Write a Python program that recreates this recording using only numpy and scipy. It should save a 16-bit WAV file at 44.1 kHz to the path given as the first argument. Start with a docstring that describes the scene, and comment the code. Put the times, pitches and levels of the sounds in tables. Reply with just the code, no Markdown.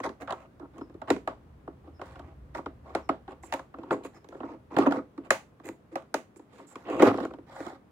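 """Latching a plastic tool case

A hand closes the latches of a hard plastic case in a workshop, shifts it and lifts it away.
Every knock, snap and rub makes the hollow shell, lid, ribs and latches ring, with a few thin,
high hisses in between. Far traffic rumbles and a bird peeps outside.
The left microphone is shaded from the case, so the two sides sound different."""
import sys
import numpy as np
from scipy import signal
from scipy.io import wavfile
from scipy.ndimage import uniform_filter1d

SR = 44100
rng = np.random.default_rng(int(sys.argv[2]) if len(sys.argv) > 2 else 0)


def unload_wav(signal):
    """Save mono or channel-first audio to the path in sys.argv[1] as 16-bit WAV at rate SR, clipped to [-1, 1]."""
    wavfile.write(
        sys.argv[1],
        SR,
        np.round(np.clip(np.atleast_2d(signal).T, -1, 1) * 32767).astype(np.int16),
    )


N = 348831

# Tone of the workshop's steady hush: pitch_hz, relative_db
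AIR_TONE = [(18, -40), (30, -43), (79, -5), (259, -4.5), (632, -14.5), (780, -17.5), (1040, -17.5),
            (5170, -42), (16000, -48)]
# How the traffic swells and fades: time_s, level_db
TRAFFIC_SWELL = [(0.0, -61.5), (2.51, -49.5), (3.74, -62.5), (4.69, -63), (6.78, -80), (6.96, -54.5),
                 (7.91, -70)]
# Blows on the case: start_s, lid_peak_db, shell_above_lid_db, softness_db_per_octave
# Blows on the broad faces ring the shell most. Softer blows lose more of their high notes.
KNOCKS = [(0.002, -28.5, -3.5, 5), (0.049, -24.5, -7, 17), (0.067, -34.5, 6.5, 11), (0.092, -34, 3, 4),
          (0.22, -32, -3.5, 9), (0.275, -24.5, -31, 10.5), (0.295, -36, -12, 8), (0.307, -21.5, -21, 7),
          (0.324, -21.5, -13, 5.5), (0.597, -37, -6, 8.5), (0.782, -59, 0, -4), (0.812, -35.5, 5, 10),
          (0.898, -47.5, 5.5, 7), (0.943, -51.5, 18, 6.5), (1.017, -27, -15, 9.5), (1.103, -13, 3, 3),
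          (1.164, -31, 1.5, 5.5), (1.275, -18, -9.5, 7.5), (1.677, -29.5, -3.5, 12.5),
          (1.995, -36.5, -8, 11), (2.015, -28, -7, 6.5), (2.158, -35.5, -10, 10), (2.194, -37, -8, 6),
          (2.549, -24.5, -13, 7.5), (2.583, -27.5, -4, 27), (2.66, -24.5, -3, 10), (2.95, -17, -4.5, 5),
          (3.091, -12.5, -5.5, 10), (3.279, -34, -3.5, 9.5), (3.435, -37, -6, 4.5), (3.524, -20, -18, 3.5),
          (3.538, -19.5, -12.5, 3.5), (3.594, -29, -12, 6.5), (3.741, -33.5, -7, 11),
          (3.786, -37.5, 5.5, 8), (3.833, -34.5, -7, 10.5), (3.908, -14.5, -3.5, 11), (4.049, -33, 2, 6.5),
          (4.244, -43, -5, 4), (4.288, -47.5, 5.5, 0), (4.324, -35.5, -13, 14), (4.348, -37.5, 1, 14),
          (4.404, -29.5, -4, 12), (4.432, -27.5, 0, 18), (4.766, -13, -6.5, 8.5), (4.786, -13.5, 4.5, 5.5),
          (4.862, -11.5, -29, 32), (4.91, -24.5, 4, 6), (4.922, -16.5, -23, 7.5), (5.178, -34.5, 6, 7.5),
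          (5.306, -9, -16, 1), (5.599, -41.5, -2, 8), (5.956, -19.5, -12.5, 5.5), (6.022, -48, -3, 2.5),
          (6.142, -18, -5.5, 1.5), (6.36, -53.5, 10, 0), (6.395, -46.5, 5.5, 4), (6.598, -39, -8, 16),
          (6.756, -32, -1.5, 4.5), (6.9, -33, 10, 3.5), (6.95, -32, 4, 18), (6.997, -15, 0, 9),
          (7.023, -9, 3.5, 6), (7.085, -25, 6, 4.5), (7.11, -22.5, -3, 9), (7.142, -24.5, 5, 7),
          (7.183, -24, -21, 9), (7.203, -22.5, -2, 10), (7.238, -31.5, -18, 9), (7.251, -25.5, 0, 6),
          (7.308, -40.5, 9.5, 8), (7.337, -38.5, 3.5, 8), (7.386, -43, 6.5, 8), (7.604, -38.5, 8.5, 2),
          (7.665, -30, -1, 5), (7.725, -48, 9.5, 11)]
# Rubs and rattles on the case; near 6.5 s, soft handling: start_s, length_s, lid_average_db,
# shell_above_lid_db, softness_db_per_octave
RUBS = [(0.028, 0.049, -35, -12.5, 6), (0.198, 0.043, -45.5, 0, 5.5), (0.275, 0.071, -37, -10.5, 12),
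        (0.352, .12, -57, -22, 7), (0.6, 0.063, -53.5, 8, 15), (0.733, 0.081, -55, 5.5, 8.5),
        (1.07, 0.058, -37, 1, 9.5), (1.836, 0.069, -59.5, 6.5, 11), (1.997, 0.2, -55.5, -9, 6),
        (2.134, 0.21, -58.5, 1.5, 8.5), (2.54, 0.062, -44, -1, 6.5), (2.832, 0.15, -53, -2, 9),
        (3.28, 0.057, -49.5, 0.5, 8), (3.424, 0.18, -61, 0, 4), (3.519, .025, -40, -9, 5),
        (3.736, 0.34, -56.5, 6.5, 10), (3.901, 0.051, -37, 7.5, 6.5), (4.03, 0.047, -56.5, -10, 0.6),
        (4.129, 0.06, -59.5, 1, 4), (4.29, 0.14, -62, 6.5, 6), (4.4, 0.17, -50, 3, 9.5),
        (4.699, 0.072, -46, 4, 9), (4.759, 0.098, -31.5, -4, 9.5), (4.855, 0.028, -30.5, 9.5, 8.5),
        (4.921, 0.079, -38, 4.5, 9.5), (5.233, 0.048, -53.5, -1.5, 7), (5.632, 0.07, -50, 8.5, 2),
        (5.913, 0.035, -58.5, 13.5, 5.5), (6.49, 0.18, -60.5, 4, 4), (6.655, 0.27, -60.5, -5, 5.5),
        (6.842, 0.28, -38, 3.5, 8), (6.99, .12, -24.5, 4.5, 8), (7.111, .17, -43.5, 7.5, 8),
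        (7.293, 0.08, -64, 12, 8), (7.462, .31, -48, -12, 6)]
# The notes each part rings with: pitch_hz, level_db, ring_s (time to fade by 60 dB)
SHELL_NOTES = [(112.6, -16.5, 0.12), (185, -9.5, 0.069), (238.9, -4.5, 0.085), (275.8, 1.5, 0.1),
               (335.8, 4.5, 0.062), (390, 2.5, 0.07), (492, 6, 0.025)]
LID_NOTES = [(538.8, -8.5, 0.083), (622, -2.5, 0.034), (789, 5, 0.013), (937, -1.5, 0.033),
             (1102, 2, 0.017), (1263, -3, 0.029), (1366, -2, 0.016)]
RIB_NOTES = [(1946, -0.91, 0.0027), (2670, -3.4, 0.0032), (3480, -1.5, 0.00093)]
LATCH_NOTES = [(6320, -1.5, 0.0025), (6950, -1, 0.0024), (9550, 1.5, 0.0004), (12900, -7, 0.00091),
               (14860, -10, 0.00086)]
# The bird's calls: start_s, level_db, pitch_hz, length_s
PEEPS = [(0.79, -69, 5460, 0.058), (1.924, -71, 5460, 0.065), (3.01, -69, 5570, 0.056),
         (4.134, -65, 5500, 0.033)]
# Short, thin, high sounds, two hissy slides and one faint tick: start_s, level_db, length_s
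THIN_HISSES = [(3.424, -55, 0.054), (6.362, -58.5, 0.02), (6.664, -57.5, 0.076)]
# The high notes in those sounds: pitch_hz, level_db, ring_s
HISS_NOTES = [(7380, 3.5, 0.0071), (8700, -3.5, 0.0052), (10400, -2.5, 0.0029)]
# Tone at the shaded microphone: pitch_hz, left_above_right_db
LEFT_SHADE = [(300, -1.5), (700, 2), (1400, 1), (2800, -2.5), (5600, -8), (10000, -13), (15000, 3)]
# How alike left and right sound: pitch_hz, likeness (0 to 1)
STEREO_LIKENESS = [(100, 1), (700, 0.88), (1400, 0.28), (2800, 0.22), (6000, 0.11)]
# How long the workshop echoes: pitch_hz, ring_s
ROOM_RING = [(150, 0.27), (1000, 0.2), (8000, 0.24)]

CHATTER_S, CHATTER_S_PER_SOFTNESS = 0.017, 0.001  # time to fade by 60 dB; soft blows rattle longer
UNEVEN_DB, UNEVEN_DB_PER_S = 3, 7.0  # spread of slip sizes; long strokes glide more evenly
AIR_DB, AIR_FOLLOWS = -58.5, 0.068  # level of the hush; share of the traffic's swell that it follows


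def air_and_traffic():
    """The still workshop hushes while far traffic adds a low, swelling rumble."""
    frames, hz = N // 512 + 5, np.fft.rfftfreq(2048, 1 / SR)
    a, b, c, d = rng.standard_normal((frames, 1025, 4)).T
    likeness = np.clip(1.05 - hz / 900, 0, 1)[:, None]
    left = a + 1j * b
    right = blend(left, c + 1j * d, likeness)
    spectrum = np.array([left, right]) * amp(at_pitch(AIR_TONE, hz))[:, None]
    hush = unit_level(signal.istft(spectrum, nperseg=2048, noverlap=1536)[1][:, :N])
    drone = amp(-((hz - 68) / 1.3) ** 2) + amp(-19 - ((hz - 125) / 9.9) ** 2)  # two narrow low bands
    rumble = unit_level(signal.istft(left * drone[:, None], nperseg=2048, noverlap=1536)[1][:N])
    traffic_db = np.interp(np.arange(N) / SR, *np.transpose(TRAFFIC_SWELL))
    hush_db = AIR_DB + AIR_FOLLOWS * (traffic_db - traffic_db.mean())
    return amp(hush_db) * hush + amp(traffic_db) * rumble


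def knocks(parts):
    """Each blow ticks and chatters, ringing the case. The walls get one clean ring of equal energy."""
    near, to_walls = np.zeros((2, N))
    t = np.arange(2048) / SR
    for start_s, lid_db, shell_db, softness in KNOCKS:
        chatter_s = CHATTER_S + CHATTER_S_PER_SOFTNESS * softness
        blow = rng.standard_normal(len(t)) * amp(-60 * t / chatter_s)
        blow[0] = 3.55  # the sharp first tick
        levels_db = part_levels(lid_db, shell_db, softness, ribs_db=5, latch_db=0.5)
        for notes, level_db in zip(parts, levels_db):
            ring = ring_part(blow, notes)
            ring = amp(level_db) * ring / abs(ring).max()
            clean = notes.sum(axis=0)
            add(near, start_s, ring)
            add(to_walls, start_s, clean * np.linalg.norm(ring) / np.linalg.norm(clean))
    return np.array([near, to_walls])


def rubs(parts):
    """Rubbing is many tiny, uneven slips that come in clumps and ring the parts of the case."""
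    out, samples = np.zeros(N), SR * 2 // 5
    for start_s, length_s, lid_db, shell_db, softness in RUBS:
        levels_db = part_levels(lid_db, shell_db, softness, ribs_db=4, latch_db=1)
        speed = signal.windows.tukey(round(length_s * SR), 0.7)
        clumps = amp(2 * wobble(samples, smooth=300))
        spread_db = UNEVEN_DB - UNEVEN_DB_PER_S * length_s
        slips = rng.standard_normal(samples) * amp(spread_db * rng.exponential(1, samples))
        slips *= rng.random(samples) < 8000 / SR  # about 8000 slips a second
        force = (slips * clumps)[:len(speed)]
        speed_powers = [0.49, 0.45, 0.41, 1.6]  # the small latch sounds only at speed
        for notes, level_db, power in zip(parts, levels_db, speed_powers):
            ring = ring_part(force * speed ** power, notes)
            add(out, start_s, amp(level_db) * ring / rms(ring[:len(speed)]))
    return out


def bird():
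    """A bird gives short, trilled, raspy peeps that sink in pitch."""
    out = np.zeros(N)
    for start_s, level_db, pitch_hz, length_s in PEEPS:
        t = np.arange(0, length_s, 1 / SR)
        trill = 1 + 0.65 * np.cos(2 * np.pi * 55 * t)
        rasp = wobble(SR // 8, smooth=80)[:len(t)]
        sinking_hz = pitch_hz * (1 - 0.085 * t / length_s + 0.032 * rasp)
        tone = np.sin(2 * np.pi * np.cumsum(sinking_hz) / SR)
        add(out, start_s, amp(level_db) * trill * tone * np.hanning(len(t)))
    return out


def thin_hisses():
    """Short bursts of even noise ring three high notes, making two hissy slides and a faint tick."""
    out, notes = np.zeros(N), fading_notes(HISS_NOTES)
    for start_s, level_db, length_s in THIN_HISSES:
        force = rng.standard_normal(SR // 4)[:round(length_s * SR)]
        ring = ring_part(force * signal.windows.tukey(len(force), 0.3), notes)
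        add(out, start_s, amp(level_db) * ring / rms(ring[:len(force)]))
    return out


def fading_notes(table):
    """A part rings with one fading sine wave per row; neighbours start in opposite directions."""
    pitch_hz, level_db, ring_s = np.transpose(table)[:, :, None]
    t = np.arange(4096) / SR
    direction = (-1) ** np.arange(len(table))[:, None]
    fade = amp(level_db - 60 * t / np.maximum(ring_s, 0.0005))
    return direction * fade * np.sin(2 * np.pi * pitch_hz * t)


def ring_part(force, notes):
    """A force rings a part. Where it lands sets each note's strength, picked here by chance."""
    strengths = amp(2 * rng.standard_normal(len(notes)))
    return signal.fftconvolve(force, strengths @ notes)


def part_levels(lid_db, shell_db, softness, ribs_db, latch_db):
    """Levels of shell, lid, ribs and latch: a soft touch barely reaches the small, high parts."""
    rib_octaves, latch_octaves = 1.6, 3.1  # above the lid
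    return lid_db + np.array([shell_db, 0, ribs_db - softness * rib_octaves,
                              latch_db - softness * latch_octaves])


def microphones(sound):
    """The left side hears a duller, slightly late copy, mixed with sound scattered round the hand."""
    hz, t, spectrum = signal.stft(sound, SR, nperseg=128, noverlap=96)
    a, b = uniform_filter1d(rng.standard_normal((2, len(t), len(hz))), size=16, axis=1)
    scatter = np.exp(1j * np.angle(a + 1j * b)).T
    delay = np.exp(-2j * np.pi * hz[:, None] * 0.0001)
    path = blend(delay, scatter, at_pitch(STEREO_LIKENESS, hz)[:, None])
    shade = amp(at_pitch(LEFT_SHADE, hz))[:, None]
    left = signal.istft(spectrum * path * shade, nperseg=128, noverlap=96)[1][:N]
    return np.array([left, sound])


def echo_tail():
    """The walls send back many small echoes, and each pitch dies away at its own speed."""
    taps = np.zeros((2, SR // 2))
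    slots = np.arange(140, SR // 2 - 20, 20)
    arrivals = slots + rng.integers(0, 20, (2, len(slots)))
    np.put_along_axis(taps, arrivals, rng.choice([-1., 1.], arrivals.shape), 1)
    hz, t, (left, right) = signal.stft(taps, SR, nperseg=256)
    left = blend(right, left, at_pitch(STEREO_LIKENESS, hz)[:, None])  # low notes reach both sides alike
    fade = amp(-60 * t / at_pitch(ROOM_RING, hz)[:, None])
    echoes = signal.istft(np.array([left, right]) * fade, SR, nperseg=256)[1]
    return echoes / np.linalg.norm(echoes[0])


def room(sound):
    """Three echo tails take quick turns, so the room's echo sounds smooth and even."""
    turn = 2 * np.pi * 70 * np.arange(N) / SR
    shares = [np.sqrt((1 + np.cos(turn + 2 * np.pi * k / 3)) / 3) for k in range(3)]
    return sum(signal.oaconvolve(sound * share, echo_tail(), axes=1)[:, :N] for share in shares)


def amp(db):
    return 10 ** (np.asarray(db) / 20)


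def rms(sound):
    return np.sqrt(np.mean(sound ** 2) + 1e-20)


def unit_level(sound):
    return sound / rms(sound)


def wobble(samples, smooth):
    return unit_level(uniform_filter1d(rng.standard_normal(samples), smooth))


def blend(shared, separate, likeness):
    return likeness * shared + np.sqrt(1 - likeness ** 2) * separate


def at_pitch(table, hz):
    pitches_hz, values = np.transpose(table)
    return np.interp(np.log(hz + 1), np.log(pitches_hz + 1), values)


def add(mix, start_s, sound):
    stretch = mix[round(start_s * SR):][:len(sound)]
    stretch += sound[:len(stretch)]


def scene():
    """The nearby case and the far bird echo in the workshop, over the hush and the traffic."""
    tables = (SHELL_NOTES, LID_NOTES, RIB_NOTES, LATCH_NOTES)
    parts = [(-1) ** k * fading_notes(table) for k, table in enumerate(tables)]
    case = knocks(parts) + rubs(parts) + thin_hisses()
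    bass_cut = signal.butter(2, 100, "high", fs=SR, output="sos")  # the case is too small for deep bass
    near, to_walls = signal.sosfilt(bass_cut, case)
    peeps = np.array([bird()] * 2)
    case_in_room = microphones(near) + amp(-8.5) * room(microphones(to_walls))
    return case_in_room + amp(-9) * peeps + room(peeps) + air_and_traffic()


def record(dry):
    """The small microphones lose the deep bass, and the very highest treble is cut off."""
    thin = signal.sosfilt(signal.butter(2, 60, "high", fs=SR, output="sos"), dry)
    treble_cut = signal.firwin(511, 16300, window=("kaiser", 9), fs=SR)
    return signal.oaconvolve(thin, treble_cut[None], "same")


dry = scene()
out = record(dry)
unload_wav(out)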